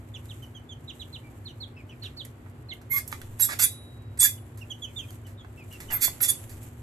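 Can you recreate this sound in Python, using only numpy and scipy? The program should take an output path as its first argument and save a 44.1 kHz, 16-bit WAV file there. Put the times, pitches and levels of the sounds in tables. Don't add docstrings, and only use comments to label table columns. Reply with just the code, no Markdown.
import sys
import numpy as np
from scipy import signal
from scipy.fft import rfft, irfft
from scipy.io import wavfile
from scipy.ndimage import uniform_filter1d

SR = 44100
rng = np.random.default_rng(int(sys.argv[2]) if len(sys.argv) > 2 else 0)


def store_wav(level_fs):
    pcm = np.round(np.clip(np.atleast_2d(level_fs), -1, 1) * 32767)
    wavfile.write(sys.argv[1], SR, pcm.T.astype(np.int16))


N = 300762
TREBLE_LIMIT_HZ = 13130
# (frequency [Hz], level [dB])
GRIT_SPECTRUM = [(150, -42.5), (600, -25.5), (1200, -15.5), (1900, -3.5), (2500, -6.5), (3050, -18.5),
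                 (3500, -8), (4700, -6.5), (5700, -6.5), (7500, -.5), (9000, -3), (10500, -2), (12300, 5.5),
                 (13000, 3), (14000, 0)]


def amp(db):
    return 10 ** (np.asarray(db) / 20)


def unit(x):
    return x / np.sqrt(np.mean(x ** 2) + 1e-20)


def read(points, hz):
    row_hz, value = np.transpose(points)
    return np.interp(np.log(hz + 1), np.log(row_hz), value)


def add(mix, start_s, sound):
    part = mix[max(round(start_s * SR), 0):][:len(sound)]
    part += sound[:len(part)]


def colour(x, points, tilt=0):
    hz = np.fft.rfftfreq(len(x), 1 / SR)
    gain_db = read(points, hz) + tilt * np.log2(np.maximum(hz, 900) / SR)
    return unit(irfft(rfft(x) * amp(gain_db), len(x)))


def wander(n, rate_hz):
    return np.interp(np.arange(n) * rate_hz / SR, np.arange(1024), rng.standard_normal(1024))


def slips(per_s, spread_db, size=16384):
    happens = rng.random(size) < per_s / SR
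    strength = np.minimum(rng.exponential(1, size), 4)
    sign = rng.choice([-1., 1.], size)
    return sign * happens * amp(spread_db * strength)


def room_noise(rumble_db=-44):
    # (frequency [Hz], level [dB])
    rumble_spectrum = [(20, -32.5), (45, -18), (70, -2.5), (84, -7), (103, 5), (122, -3), (140, -8.5),
                       (195, -21.5), (300, -14.5), (480, -22.5), (900, -27), (2000, -33.5), (5000, -50),
                       (13000, -79.5)]
    # (frequency [Hz], likeness [0-1])
    ear_likeness = [(30, 1), (120, 1), (280, 0.72), (550, 0.75), (1200, 0.0085), (5000, 0.031)]
    # (frequency [Hz], level [dB])
    hum_tones = [(120, -56.5), (239.5, -57.2), (360, -67)]
    hz, t = np.fft.rfftfreq(N, 1 / SR), np.arange(N) / SR
    left, other = rfft(rng.standard_normal((2, N)))
    likeness = read(ear_likeness, hz)
    right = likeness * left + np.sqrt(1 - likeness ** 2) * other
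    rumble = unit(irfft(np.array([left, right]) * amp(read(rumble_spectrum, hz)), N))
    hum = np.zeros(N)
    for tone_hz, db in hum_tones:
        level = np.sqrt(2) * amp(db + 0.71 * wander(N, 1.8))
        hum += level * np.sin(2 * np.pi * tone_hz * t + 0.24 * wander(N, 2.9))
    return amp(rumble_db) * rumble + hum


def shuffle():
    # (time [s], level [dB])
    activity = [(0.0, -67), (0.35, -61), (0.68, -73.5), (1.0, -62.5), (1.8, -71.5), (2.3, -66),
                (2.71, -73.5), (3.13, -58.5), (3.44, -57), (3.592, -52.5), (3.87, -67.5), (4.2, -73),
                (4.451, -68.5), (5.131, -56), (5.36, -74.5), (5.64, -62.5), (6.05, -52), (6.35, -51),
                (6.82, -63)]
    # (frequency [Hz], level [dB])
    shavings = [(500, 6), (1500, -3), (3000, -1.5), (5000, -13.5), (7500, 2), (10000, -5.5), (12500, 2.5),
                (14000, -14.5)]
    times, db = np.transpose(activity)
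    level = amp(np.interp(np.arange(N) / SR, times, db) + 2.6 * wander(N, 45))
    left, right = (colour(slips(per_s=1700, spread_db=2.9, size=N), shavings) for _ in range(2))
    return level * np.array([left + 0.052 * right, right + 0.048 * left]) * amp([[1.1], [3.1]])


def resonance(hz, centre_hz, width_hz):
    return 1 / np.hypot(1, 2 * (hz - centre_hz) / width_hz)


def peep(length, top_hz, end_hz, db, hoarse):
    attack_s, release_s, flutter_hz = 0.009, 0.012, 520
    crest = .19
    t = np.arange(0, length, 1 / SR)
    n, progress = len(t), t / length
    flick = np.maximum(1 - progress / crest, 0) ** 2
    slide = np.sin(1.1 * np.maximum(progress - crest, 0) / (1 - crest)) ** 1.4
    hz = top_hz * (1 - .055 * flick) + (end_hz - top_hz) * slide / slide[-1]
    waver = 1 + .05 * hoarse * wander(n, 1100)
    phase = 2 * np.pi * np.cumsum(hz * waver) / SR
    fade = np.minimum(t / attack_s, 1) * np.minimum((length - t) / release_s, 1)
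    swell = amp(progress - 1.5)
    beak = resonance(hz, centre_hz=3010, width_hz=2300)
    overtone_db = -13 - .02 * max(top_hz - 3650, 0)
    throat = resonance(2 * hz, centre_hz=6600, width_hz=1500)
    overtones = np.sin(2 * phase) + amp(-15) * np.sin(3 * phase)
    tone = np.sin(phase) + amp(overtone_db) * throat * overtones
    membrane = np.sin(2 * np.pi * np.cumsum(flutter_hz * (1 + 0.3 * wander(n, 191))) / SR)
    rasp = unit(1 + hoarse * (.9 * wander(n, 650) + .5 * membrane))
    return amp(db) * fade * swell * beak / beak.max() * rasp * tone


def peeps(far_below_db=-46.5):
    # (time [s], length [s], top pitch [Hz], end pitch [Hz], level [dB], hoarseness [0-1])
    calls = [(0.138, 0.04, 3550, 2510, -39.5, 0.34), (0.289, 0.041, 3830, 2500, -42.5, 0.38),
             (0.421, 0.035, 3120, 2860, -46, 0.18), (0.545, .045, 3280, 2920, -45.5, 0.12),
             (0.688, .055, 3520, 2990, -43, .1), (0.876, .044, 3865, 2550, -37.5, .35),
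             (0.994, 0.045, 3950, 2630, -38.5, 0.33), (1.125, 0.051, 4170, 2600, -39, 0.35),
             (1.233, .061, 2350, 2310, -54.5, 0.4), (1.452, 0.038, 4330, 3340, -37.5, 0.07),
             (1.477, 0.044, 3170, 2830, -48, .5), (1.601, 0.051, 4360, 3100, -35.5, 0),
             (1.761, 0.061, 2660, 2240, -48, 0.5), (1.888, 0.057, 3040, 2270, -49, 0.7),
             (2.019, 0.057, 4280, 2930, -37, 0.4), (2.026, 0.064, 3010, 2680, -47, 0.7),
             (2.167, 0.061, 4530, 2870, -35.5, 0.14), (2.686, .051, 4260, 2580, -36.5, 0.2),
             (4.375, 0.017, 3090, 2720, -50, 0.5), (4.609, 0.034, 2840, 2430, -43, 0.1),
             (4.7, 0.035, 3366, 2795, -33, 0.1), (4.818, 0.047, 3444, 2900, -33, 0.06),
             (4.864, .062, 2630, 2190, -56, 0.54), (4.959, 0.057, 3644, 3005, -33, 0.02),
             (4.982, 0.073, 2950, 2350, -48.5, 0.5), (5.078, 0.031, 3250, 3060, -51.5, 0.3),
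             (5.246, 0.037, 3050, 2800, -54, 0.25), (5.374, 0.053, 3750, 3150, -49.5, 0.4),
             (5.57, 0.07, 2700, 2280, -49.5, 0.43), (5.708, 0.069, 2896, 2640, -47, 0.42),
             (5.881, 0.057, 3030, 2690, -44.5, 0.42)]
    near, far = np.zeros((2, N))
    for start, length, top_hz, end_hz, db, hoarse in calls:
        add(far if db < far_below_db else near, start, peep(length, top_hz, end_hz, db, hoarse))
    return near, far


def taps(soft_db=-37.5, hard_db=-28.5, ring_db=-4):
    # (time [s], level [dB], decay time [s], brightness [dB per octave])
    pecks_and_steps = [(0.255, -50, 0.0039, -5), (0.424, -59.5, 0.05, -1.5), (2.032, -52.5, 0.041, -7.5),
                       (2.25, -41.5, 0.0057, -3.5), (2.461, -48.5, 0.0068, -20), (2.497, -62.5, 0.01, -1),
                       (2.733, -49.5, 0.014, 4), (2.815, -53, 0.0093, -7), (3.077, -31, 0.0062, 4),
                       (3.116, -40, 0.02, -3.5), (3.127, -24, 0.002, -13), (3.216, -36.5, 0.0027, -8),
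                       (3.397, -34.5, 0.0044, -12), (3.595, -27.5, 0.0049, -8), (4.174, -49, 0.04, -5),
                       (4.574, -51, 0.025, -3.5), (5.106, -34.5, 0.0011, -4.5), (5.266, -53.5, 0.036, -5),
                       (5.447, -45.5, 0.0059, -15.5), (5.726, -47.5, 0.023, -4), (5.803, -41, 0.022, -6),
                       (5.91, -38, 0.011, -6), (5.935, -24, 0.0029, 14), (6.08, -31, 0.0044, -21),
                       (6.205, -33, 0.0064, -9), (6.494, -47.5, 0.04, -3), (6.631, -47.5, 0.015, 0)]
    out, on_plate = np.zeros((2, N))
    for start, db, decay, tilt in pecks_and_steps:
        grit = colour(slips(per_s=8200, spread_db=2.0), GRIT_SPECTRUM, tilt)
        crunch = amp(db) * grit * np.exp(-np.arange(len(grit)) / SR / decay)
        plate_share = np.interp(db, [soft_db, hard_db], [.1, 1])
        add(out, start, crunch)
        add(on_plate, start, plate_share * crunch)
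    return out + amp(ring_db) * plate(on_plate)


def plate(drive):
    # (frequency [Hz], relative level [dB], time to fade by 60 dB [s])
    plate_tones = [(1334, -15, .06), (1707, -12, .07), (2046, -7.5, .22), (2595, -15.5, 0.086),
                   (3445, 3, 0.25), (3600, -1, .08), (4070, -7.5, .06), (4750, 1.5, 0.044),
                   (4900, -4.5, 0.076), (5390, 1.5, 0.098), (5900, -6.5, 0.051), (6220, 0.5, 0.066),
                   (6680, 5, 0.072), (7400, 5.5, 0.058), (7800, 1.5, 0.12), (8260, 10, 0.11),
                   (8840, -2.5, 0.055), (9580, 4, .09), (10170, -2, .42), (10340, 4, .11),
                   (10650, -1.5, 0.061), (11400, 3.5, .06), (11550, 3.5, .15), (11800, 0, 0.078),
                   (12280, 2, .06), (12900, 0.5, 0.079), (12910, 0, .06)]
    t = np.arange(SR) / SR
    ring = sum(amp(db - 60 * t / fade_s) / np.sqrt(fade_s) * np.sin(2 * np.pi * hz * t)
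               for hz, db, fade_s in plate_tones)
    return signal.fftconvolve(drive, ring / np.linalg.norm(ring))[:N]


def squeals(pitch_jitter=.007, roughness=.25):
    # (time [s], length [s], pitch [Hz], level [dB], overtone share [0-1])
    catches = [(2.713, 0.029, 2104, -40, 0.07), (2.9, 0.099, 2128, -23.5, 0.05),
               (2.93, 0.06, 1134, -40.5, 0.18), (2.893, .11, 11910, -33.5, 0),
               (2.905, .045, 11100, -38.5, 0), (2.912, 0.091, 12880, -29.5, 0),
               (3.395, .039, 11320, -25.5, 0), (3.396, 0.054, 12140, -25.5, 0),
               (3.415, .034, 3840, -31.5, 0), (3.419, .02, 7590, -19.5, 0), (3.595, 0.014, 4400, -33, 0),
               (3.607, .03, 4860, -33, 0), (3.61, 0.026, 12400, -32, 0.1),
               (3.638, 0.021, 3500, -30.5, 0.47), (4.187, 0.043, 8340, -18, 0.1),
               (4.207, 0.058, 3460, -25, 0.52), (4.227, 0.019, 7380, -21, 0),
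               (5.917, 0.063, 12920, -24.5, 0), (5.937, 0.038, 2114, -38, .05),
               (6.013, 0.082, 3466, -35, .1), (6.022, 0.05, 4770, -36, 0.3), (6.208, .036, 11260, -26.5, 0),
               (6.209, 0.029, 12400, -22.5, 0), (6.224, 0.058, 3520, -34.5, .3),
               (6.23, .026, 5400, -37.5, 0), (6.282, .032, 3436, -27.5, 0.21),
               (6.283, 0.042, 8340, -32.5, 0), (6.284, .028, 10400, -25, 0)]
    out = np.zeros(N)
    for start, length, hz, db, share in catches:
        n = int(length * SR)
        phase = 2 * np.pi * np.cumsum(hz * (1 + pitch_jitter * wander(n, 900))) / SR
        overtones = sum(amp(read(GRIT_SPECTRUM, k * hz) - read(GRIT_SPECTRUM, hz)) * np.sin(k * phase)
                        for k in (2, 3) if k * hz < TREBLE_LIMIT_HZ)
        tone = np.sin(phase) + share * overtones
        flicker = 1 + roughness * wander(n, 400)
        add(out, start, amp(db) * tone * flicker * signal.windows.tukey(n, .45))
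    return out


def contact(grit, ripple_db=5):
    bands = signal.stft(grit, nperseg=512, noverlap=384)[2]
    ripple = uniform_filter1d(rng.standard_normal(bands.shape), size=2, axis=0)
    ripple = uniform_filter1d(ripple, size=12, axis=1)
    rippled = signal.istft(bands * amp(ripple_db * unit(ripple)), nperseg=512, noverlap=384)[1]
    return unit(rippled[:len(grit)])


def scrapes(claw_db=-5.5):
    # (time [s], rise [s], hold [s], fall [s], level [dB],
    # brightness [dB per octave], plate ring relative to the level [dB])
    strokes = [(2.902, 0.016, 0.039, .01, -30, 4, -8.5), (2.948, 0.022, .02, .012, -30, -2, -8.5),
               (3.387, 0.02, 0.045, 0.017, -22.5, 1, -6.5), (3.482, 0.011, 0.044, 0.015, -28.5, -8, -20),
               (3.587, 0.005, 0.025, 0.006, -22, -2, -5.5), (3.613, 0.012, 0.017, 0.015, -15, 0, -4.5),
               (4.193, 0.012, 0.034, .0091, -20, 1.5, -3), (4.219, .0066, 0.035, 0.012, -17, -0.5, -4),
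               (5.898, 0.0068, 0.015, 0.13, -36.5, -10.5, -3.5), (5.924, 0.0082, 0.0071, .008, -9, 19, -7),
               (5.94, .0036, .0051, .015, -28, 16, -14), (6.001, .025, 0.021, 0.035, -15.5, 0, -9.5),
               (6.207, 0.025, 0.013, 0.023, -21, -1, -4.5), (6.273, 0.0082, 0.02, 0.012, -27, -1, 1)]
    out, on_plate = np.zeros((2, N))
    for start, rise, hold, fall, db, tilt, ring_db in strokes:
        grit = colour(slips(per_s=5000, spread_db=1.0), GRIT_SPECTRUM, tilt)
        force = np.interp(np.arange(len(grit)) / SR, np.cumsum([0, rise, hold, fall]), [0, 1, 1, 0])
        level = amp(db) * force ** 1.58
        add(out, start, level * contact(grit))
        add(on_plate, start, amp(ring_db) * level * grit)
    return amp(claw_db) * out + plate(on_plate)


def bumps():
    # (time [s], length [s], level [dB])
    swells = [(3.049, 0.37, -49.5), (5.716, 0.52, -47), (6.4, 0.33, -49.5)]
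    # (frequency [Hz], level [dB])
    bump_spectrum = [(15, 3), (32, -12), (60, -6), (130, -11.5), (400, -19), (1500, -62)]
    out = np.zeros(N)
    for start, length, db in swells:
        n = int(length * SR)
        deep_noise = colour(rng.standard_normal(SR), bump_spectrum)[:n]
        add(out, start, amp(db) * deep_noise * signal.windows.tukey(n, .7))
    return out


def ting(start_s=3.62, hz=3871, db=-45, fade_s=1.1):
    out, t = np.zeros(N), np.arange(SR) / SR
    add(out, start_s, amp(db - 60 * t / fade_s) * np.sin(2 * np.pi * hz * t))
    return out


def box(x, left_db, lag_samples, echo_db, lag_top_hz=TREBLE_LIMIT_HZ):
    # (frequency [Hz], time to fade by 60 dB [s])
    echo_times = [(300, 0.057), (2000, 0.16), (4000, 0.22), (8000, 0.21), (13000, 0.18)]
    bounces = rng.standard_normal((2, SR // 2)) * (rng.random((2, SR // 2)) < 4000 / SR)
    bounces[:, :SR // 500] = 0
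    hz, t, bands = signal.stft(bounces, SR, nperseg=256)
    early_db = 2.5 * np.exp(-t / 0.033)
    fade_db = 60 * t / read(echo_times, hz)[:, None]
    tail = signal.istft(bands * amp(early_db - fade_db), SR, nperseg=256)[1]
    tail /= np.linalg.norm(tail, axis=1, keepdims=True)
    echo = signal.fftconvolve(x[None], tail, axes=1)[:, :N]
    lag_hz = np.minimum(np.fft.rfftfreq(N, 1 / SR), lag_top_hz)
    delay = np.exp(-2j * np.pi * lag_hz * lag_samples / SR)
    spectrum = rfft(x)
    direct = irfft(np.array([amp(left_db / 2) * delay * spectrum, amp(-left_db / 2) * spectrum]), N)
    return direct + amp(echo_db) * echo * amp([[-1.5], [1.5]])


def scene():
    # (frequency [Hz], left minus right [dB])
    claw_balance = [(300, 10), (1500, -9.5), (3000, -6), (5800, 3.5), (7000, -9), (9000, -0.5),
                    (10700, -20.5), (13000, -4)]
    left_db = read(claw_balance, np.fft.rfftfreq(N, 1 / SR))
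    claws = box(scrapes() + taps(), left_db, lag_samples=9, echo_db=-3.5, lag_top_hz=4900)
    squeaks = box(squeals() + ting(), left_db, lag_samples=9, echo_db=-8.5, lag_top_hz=4900)
    near, far = peeps()
    chicks = box(near, left_db=-8, lag_samples=-15, echo_db=-8)
    chicks += box(far, left_db=-0.5, lag_samples=-15, echo_db=-8)
    return chicks + claws + squeaks + shuffle() + bumps() + room_noise()


def record(dry, limit_db=-11.5):
    power = abs(uniform_filter1d(dry ** 2, size=200, axis=1)).max(axis=0)
    excess = np.maximum(np.sqrt(power) / amp(limit_db), 1)
    held = dry / uniform_filter1d(excess, size=200)
    treble_cut = signal.firwin(511, TREBLE_LIMIT_HZ, window=("kaiser", 8), fs=SR)
    return signal.oaconvolve(held, treble_cut[None], "same")


dry = scene()
out = record(dry)
store_wav(out)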